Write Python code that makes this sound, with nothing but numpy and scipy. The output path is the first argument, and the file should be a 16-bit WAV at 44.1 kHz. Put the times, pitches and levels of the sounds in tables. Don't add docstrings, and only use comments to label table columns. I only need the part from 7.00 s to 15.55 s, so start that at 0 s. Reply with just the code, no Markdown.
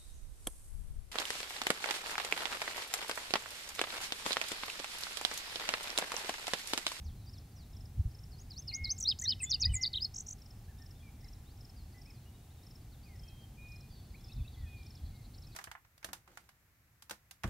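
import sys
import numpy as np
from scipy import signal
from scipy.fft import rfft, irfft, next_fast_len
from scipy.io import wavfile
from scipy.ndimage import uniform_filter1d, map_coordinates

SR = 44100
rng = np.random.default_rng(int(sys.argv[2]) if len(sys.argv) > 2 else 0)


def digitize_waveform(pressure):
    field = np.atleast_2d(pressure).T
    bounded = np.clip(field, -1, 1)
    quanta = np.round(bounded * 32767).astype(np.int16)
    wavfile.write(sys.argv[1], SR, quanta)


N = 377055

# frequency in Hz, seconds to die away by 60 dB.
TREE_DECAY = [(2000, 0.72), (4500, 0.59), (9000, 0.27)]


def amp(db):
    return 10 ** (np.asarray(db) / 20)


def unit(x):
    return x / np.sqrt(np.mean(x ** 2) + 1e-20)


def along(points, hz):
    f, v = np.transpose(points)
    return np.interp(np.log(hz + 1), np.log(f + 1), v)


def wobble(rate, size):
    knots = rng.standard_normal(int(size * rate / SR) + 4)
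    return map_coordinates(knots, [np.arange(size) * rate / SR])


def filtered(x, response):
    size = next_fast_len(N + SR // 4)
    return irfft(rfft(x, size) * response(np.fft.rfftfreq(size, 1 / SR)), size)[..., :N]


def add(track, s, sound):
    part = track[max(round(s * SR), 0):][:len(sound)]
    part += sound[:len(part)]


def swell(s, half_length):
    return np.exp(-np.minimum(((np.arange(N) / SR - s) / half_length) ** 2 / 2, 20))


def fade(t, edge_s):
    return np.clip(np.minimum(t, t[-1] - t) / edge_s, 0, 1)


def rush(colour):
    # frequency in Hz, likeness of left and right from 0 to 1.
    likeness = [(100, 1), (250, 0.99), (500, 0.769), (800, 0.842), (1500, 0.5), (4000, .55), (8000, 0.162),
                (15000, 0.224)]

    def response(hz):
        angle = np.arccos(np.clip(along(likeness, hz), -1, 1)) / 2
        return amp(along(colour, hz)) * [np.cos(angle), np.sin(angle)]

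    mid, side = filtered(rng.standard_normal((2, N)), response)
    return unit(np.array([mid + side, mid - side]))


def air():
    # time in seconds, level in dB.
    drift = [(0.0, -50.5), (1.69, -50.5), (1.86, -49), (3.67, -52), (4.21, -51), (5.38, -53.5),
             (6.79, -50.5), (8.55, -51.5)]
    # peak time in seconds, half length in seconds, level in dB.
    puffs = [(0.054, 0.059, -42.5), (0.998, 0.018, -29.5), (1.064, 0.0095, -27.5), (1.853, 0.028, -38),
             (2.694, 0.045, -33), (7.391, 0.026, -32.5), (7.622, 0.042, -43), (8.081, 0.0418, -41.5)]
    # frequency in Hz, relative level in dB.
    rumble_colour = [(12, -30), (20, -11), (38, -0.5), (92, 1.5), (147, -6.5), (168, -12), (238, -14),
                     (269, -18), (300, -21.5), (338, -26.5), (500, -34), (650, -77), (1100, -120)]
    puff_colour = [(12, -39), (20, -8), (54, 0.5), (80, 2.5), (158, -16.5), (198, -24.5), (271, -31),
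                   (400, -64.5), (520, -79.5), (880, -120)]
    hiss_colour = [(150, -41), (300, 16.5), (500, 10), (650, 9.5), (790, 14), (900, 7), (1500, 4),
                   (2500, 2.5), (4200, 1.5), (6500, 1), (10000, 0), (16000, -0.5)]
    drift_db = np.interp(np.arange(N) / SR, *np.transpose(drift))
    rumble = amp(drift_db + 0.5 + 0.34 * wobble(8, N)) * rush(rumble_colour)
    puffing = sum(amp(db) * swell(s, half_length) for s, half_length, db in puffs)
    return rumble + puffing * rush(puff_colour) + amp(-64.5) * rush(hiss_colour)


def syrinx(pitch, waver, overtone_db):
    unsteady_hz = pitch * (1 + waver * wobble(912, len(pitch)))
    phase = 2 * np.pi * np.cumsum(unsteady_hz) / SR
    overtones = sum(np.sin(k * phase) * (k * pitch < SR / 2) for k in (2, 3))
    return np.sqrt(2) * (np.sin(phase) + amp(overtone_db) * overtones)


def glide(length, start_hz, middle_hz, end_hz, waver):
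    t = np.arange(int(length * SR)) / SR
    pitch = np.polyval(np.polyfit([0, .5, 1], [start_hz, middle_hz, end_hz], 2), t / length)
    return fade(t, 0.11 * length) * syrinx(pitch, waver, overtone_db=-41)


def echo(x, decay):
    hz, t, spectra = signal.stft(rng.standard_normal((2, SR // 2)), SR, nperseg=256)
    dying = spectra * amp(-60 * t / along(decay, hz)[:, None])
    mid, side = signal.istft(dying, SR, nperseg=256)[1]
    tail = np.array([mid + 0.083 * side, mid - 0.029 * side]) / np.linalg.norm(mid)
    return signal.fftconvolve(x[None], tail, axes=1)[:, :N]


def sliding_bird():
    # start in seconds, length in seconds, first and last pitch in Hz, level in dB.
    slides = [(.037, .075, 7000, 3050, -67), (.15, 0.16, 4400, 3650, -77), (.268, .032, 4690, 5300, -63),
              (.325, .064, 5900, 3200, -67), (.553, .1, 6300, 3600, -67.5), (4.455, .075, 3500, 5150, -71),
              (4.758, .072, 5100, 4120, -69), (4.923, .024, 5250, 4340, -71),
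              (5.134, 0.041, 5590, 4060, -73), (5.5, .031, 3530, 4460, -73), (5.615, .04, 3600, 4780, -73),
              (5.919, .04, 4760, 3390, -70.5), (6.03, .03, 4550, 5300, -69),
              (6.898, 0.12, 4770, 4550, -70.5), (7.539, 0.021, 3780, 3320, -66.5)]
    notes = np.zeros(N)
    for s, length, start_hz, end_hz, db in slides:
        middle_hz = 0.96 * np.sqrt(start_hz * end_hz)
        note = glide(length, start_hz, middle_hz, end_hz, waver=0.006)
        add(notes, s, amp(db + np.linspace(2, -3, len(note))) * note)
    return notes + amp(-7) * echo(notes, TREE_DECAY)


def twitter(start, end, count, centre_hz, db, length_s, sweep):
    chirps = np.zeros(N)
    for k, (when, length, height, slope, softness) in enumerate(rng.random((count, 5))):
        hz = centre_hz * 2 ** (0.6 * (height - .5))
        bend = sweep * (slope - .2)
        chirp = glide(length_s * (.5 + length), hz * (1 + bend), hz, hz * (1 - bend), waver=0.0089)
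        add(chirps, start + (k + when) / count * (end - start), amp(db - 3 * softness) * chirp)
    return chirps


def far_chorus():
    sparse = twitter(0, 8.5, count=50, centre_hz=4310, db=-74, length_s=.026, sweep=0.202)
    busy = twitter(6.85, 8.1, count=45, centre_hz=4060, db=-73, length_s=.024, sweep=0.196)
    chirps = sparse + busy
    return chirps + amp(-2.5) * echo(chirps, TREE_DECAY)


def chipping_bird():
    call_starts = [.257, .729, 1.111, 1.496, 1.84, 2.269, 3.381, 3.783, 4.206, 4.571, 4.979, 5.63, 6.157,
                   6.682, 7.206, 7.827, 8.344]
    length_s, middle_hz, fall_hz = 0.013, 5310, 280
    gap_s, slowing_s = .031, .0033
    calls = np.zeros(N)
    for s in call_starts:
        for k, (force, height) in enumerate(rng.standard_normal((4, 2))):
            start_hz = (middle_hz + fall_hz) * (1 + 0.012 * height)
            chip = glide(length_s, start_hz, middle_hz, middle_hz - fall_hz, waver=0.026)
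            db = (-58.5 if k else -65) + 0.77 * force
            envelope = amp(db) * np.sqrt(np.hanning(len(chip)))
            add(calls, s + gap_s * k + slowing_s * k ** 2, envelope * chip)
    return calls + amp(-14.5) * echo(calls, TREE_DECAY)


def bunting_note(pitch, level_db, overtone_db):
    effort = amp(level_db) * fade(np.arange(len(pitch)) / SR, edge_s=0.0018)
    waver = 0.0087 + 0.092 * amp(overtone_db)
    return effort * syrinx(pitch, waver, overtone_db)


def close_reflection(x, share, spacing_hz, crest_hz):
    def comb(hz):
        return (1 + share * np.exp(-2j * np.pi * (hz - crest_hz) / spacing_hz)) / (1 + share)

    return filtered(x, comb)


def bunting():
    # seconds into the syllable, pitch in Hz, relative level in dB.
    slur = [(0, 5460, -17), (.008, 5074, 1), (.021, 4171, -1), (.037, 4100, -3.5), (.042, 3730, -19.5),
            (.067, 4910, 3), (.078, 6146, 4.5), (.091, 6520, 2.5), (.095, 6570, -16.5)]
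    hook = [(0.0, 3410, -14), (0.0058, 7930, -7.5), (0.0108, 6480, -1.5), (0.0181, 5630, -25)]
    flick = [(0.0, 9800, -1.5), (0.0038, 7500, 1), (0.0098, 6330, 5), (0.02, 5622, -4)]
    drop = [(0.0, 9030, -12), (0.0038, 6117, -7), (0.0148, 5880, -4), (0.0198, 5870, -2)]
    arch = [(0, 3415, -21), (.013, 3810, -9), (.031, 4270, -3), (.043, 4940, 0), (.051, 5195, -1),
            (.058, 4800, -2.5), (.063, 4280, -7), (.071, 3700, -5), (.087, 2700, -20)]
    high_fall = [(0, 8200, -28), (.009, 8350, -21), (.02, 8490, -1.5), (.034, 7410, 2.5),
                 (.044, 6869, -2.5), (.058, 6894, -21)]
    zigzag = [(0, 5540, -18), (.008, 5880, -11), (.0133, 7170, -14), (.0168, 5560, -5.5), (.023, 4960, -1),
              (.0422, 3460, -9), (.0478, 4810, -3), (.056, 4755, 0), (.064, 4200, -18)]
    wave = [(0, 4950, -13), (.007, 3980, -2), (.017, 3014, -11), (.027, 3766, -1), (.036, 4120, -4),
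            (.0445, 3784, -1), (.057, 2920, -12.5), (.066, 2920, -16)]
    crest = [(0, 3500, -16), (.014, 4720, -13), (.029, 5010, -.5), (.0435, 5350, -8), (.048, 5183, 5),
             (.0545, 4270, -4.5), (.069, 4340, -24)]
    syllables = {"slur": (slur, -39), "hook": (hook, -22), "flick": (flick, -23), "drop": (drop, -34),
                 "arch": (arch, -45.5), "high fall": (high_fall, -37), "zigzag": (zigzag, -42),
                 "wave": (wave, -39), "crest": (crest, -38)}
    # start in seconds, time stretch, pitch factor, level in dB, syllable.
    phrase = [(1.307, 1.25, 1.04, -61.5, "slur"), (1.499, 1.157, 0.978, -49, "slur"),
              (1.672, 1.022, 1.016, -40, "slur"), (1.838, 0.97, 0.99, -34.5, "slur"),
              (1.977, 1.12, 1.005, -38.5, "hook"), (2.0, .96, 0.97, -39, "flick"),
              (2.024, 0.98, 0.99, -27, "drop"), (2.046, .98, 1, -25, "arch"),
              (2.186, 1.27, .995, -34, "hook"), (2.213, 0.94, 1.01, -40.5, "flick"),
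              (2.237, 0.95, .995, -28, "drop"), (2.248, 1.06, 1.013, -26.5, "arch"),
              (2.403, 1.05, 1.008, -33.5, "high fall"), (2.494, .986, 1.013, -24.5, "zigzag"),
              (2.598, 1.13, 1.027, -24.5, "zigzag"), (2.717, 1.137, 0.98, -33.5, "high fall"),
              (2.811, 1.095, .99, -25.5, "zigzag"), (2.93, 1.01, 1, -30.5, "wave"),
              (2.999, 1.005, 1.004, -30.5, "crest")]
    # start and length in seconds, sweeps a second, base pitch in Hz, level in dB.
    buzzes = [(3.137, 0.091, 49.5, 5350, -40), (3.26, .082, 48, 5510, -42)]
    song = np.zeros(N)
    for s, stretch, tuning, db, name in phrase:
        shape, overtone_db = syllables[name]
        knots, hz, shape_db = np.transpose(shape)
        t = np.arange(int(knots[-1] * stretch * SR)) / SR
        pitch = uniform_filter1d(np.interp(t, knots * stretch, hz * tuning), size=130)
        level_db = db + np.interp(t, knots * stretch, shape_db)
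        add(song, s, bunting_note(pitch, level_db, overtone_db))
    for s, length, rate, low_hz, db in buzzes:
        add(song, s, buzz(length, rate, low_hz, db))
    song = close_reflection(song, share=0.64, spacing_hz=599.8, crest_hz=173)
    leaves = amp(-15) * echo(song, decay=[(5000, 0.087)])
    return song + leaves + amp(-30) * echo(song, TREE_DECAY)


def whistling_birds():
    # start and length in seconds, middle pitch in Hz, slide in Hz, level in dB.
    whistles = [(1.675, 0.06, 2886, -60, -69.5), (1.71, 0.02, 2380, -750, -56),
                (1.714, .185, 2164, 18, -50.5), (2.292, 0.034, 3030, -100, -48.5),
                (2.402, 0.016, 2600, -160, -46), (2.427, .023, 2074, 100, -47.5),
                (2.46, 0.048, 3510, 100, -52.5), (2.54, 0.0263, 2950, -520, -50.5),
                (2.63, 0.016, 2520, -35, -48.5), (2.652, 0.03, 1970, 155, -51.5),
                (2.692, 0.037, 3000, -130, -52.5), (2.737, 0.013, 2330, -85, -47.5),
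                (2.743, .124, 2055, 13, -51.5), (3.795, 0.058, 1810, -57, -70.5),
                (4, 0.021, 3350, 50, -68.5), (4.023, .076, 2365, -200, -66), (4.939, 0.07, 2010, 10, -67.5),
                (5.251, 0.061, 2900, 52, -74), (6.054, .033, 2450, -200, -69),
                (6.075, .095, 2085, -360, -70), (6.207, 0.28, 3205, -47, -70),
                (6.263, .061, 2580, -50, -70.5), (6.569, 0.2, 2465, 17, -60), (6.7, 0.16, 4130, -30, -77),
                (7.142, 0.019, 2340, 460, -60), (7.241, 0.041, 5050, -70, -69),
                (7.25, .185, 3590, 100, -75), (7.293, .02, 2620, 200, -63), (7.32, 0.0076, 3850, 0, -55.5),
                (7.384, .028, 2520, -450, -69.5), (7.447, .019, 2640, 200, -65),
                (7.478, 0.0074, 3880, 0, -56), (7.555, .14, 1930, -380, -72),
                (7.655, .19, 2457, -150, -62.5), (8.119, .108, 2140, -110, -75),
                (8.469, 0.053, 2550, -35, -73)]
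    # start and length in seconds, top pitch in Hz, level in dB.
    chirrups = [(2.217, 0.0495, 2090, -54), (3.674, .055, 1800, -72.5), (4.228, 0.048, 2150, -70),
                (5.053, .066, 2560, -67.5)]
    sag = 0.0187
    gentle = [(s, length, hz * (1 - sag) - slide_hz / 2, hz, hz * (1 - sag) + slide_hz / 2, db)
              for s, length, hz, slide_hz, db in whistles]
    steep = [(s, length, 0.78 * hz, hz, 0.75 * hz, db) for s, length, hz, db in chirrups]
    notes, echoing = np.zeros(N), np.zeros(N)
    for s, length, start_hz, middle_hz, end_hz, db in gentle + steep:
        note = amp(db) * glide(length, start_hz, middle_hz, end_hz, waver=0.004)
        echo_db = np.interp(db, [-72, -48], [-7, -16])
        add(notes, s, note)
        add(echoing, s, amp(echo_db) * note)
    return notes + echo(echoing, TREE_DECAY)


def buzz(length, rate, low_hz, db):
    sweep_hz, climb_hz_per_s = 2800, 6000
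    top_db, upstroke_db = -14, 6.5
    t = np.arange(int(length * SR)) / SR
    turn = np.pi * (rate * t - 0.22)
    height = 1 - np.abs(np.cos(turn))
    pitch = low_hz + climb_hz_per_s * t + sweep_hz * height
    level_db = db + top_db * height + upstroke_db * np.sin(2 * turn)
    return fade(t, edge_s=0.017) * bunting_note(pitch, level_db, overtone_db=-34)


def rasping_bird():
    # frequency in Hz, relative level in dB.
    colour = [(2600, -60), (3300, -14), (3900, 1), (4500, 3), (5000, -11), (6000, -60.5)]
    start_s, period_s = 7.597, 0.094
    peak_s, peak_db, fade_db_per_s = 8.44, -64.5, 10
    times = start_s + period_s * np.arange(11)
    pulses = sum(amp(peak_db - fade_db_per_s * abs(s - peak_s)) * swell(s, 0.011) for s in times)
    rasps = pulses * rush(colour)[0]
    return rasps + amp(-17) * echo(rasps, TREE_DECAY)


def scene():
    near = air() + bunting()
    return near + whistling_birds() + sliding_bird() + chipping_bird() + far_chorus() + rasping_bird()


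def record(dry):
    return filtered(dry, lambda hz: hz < 15750)


dry = scene()
out = record(dry)
digitize_waveform(out)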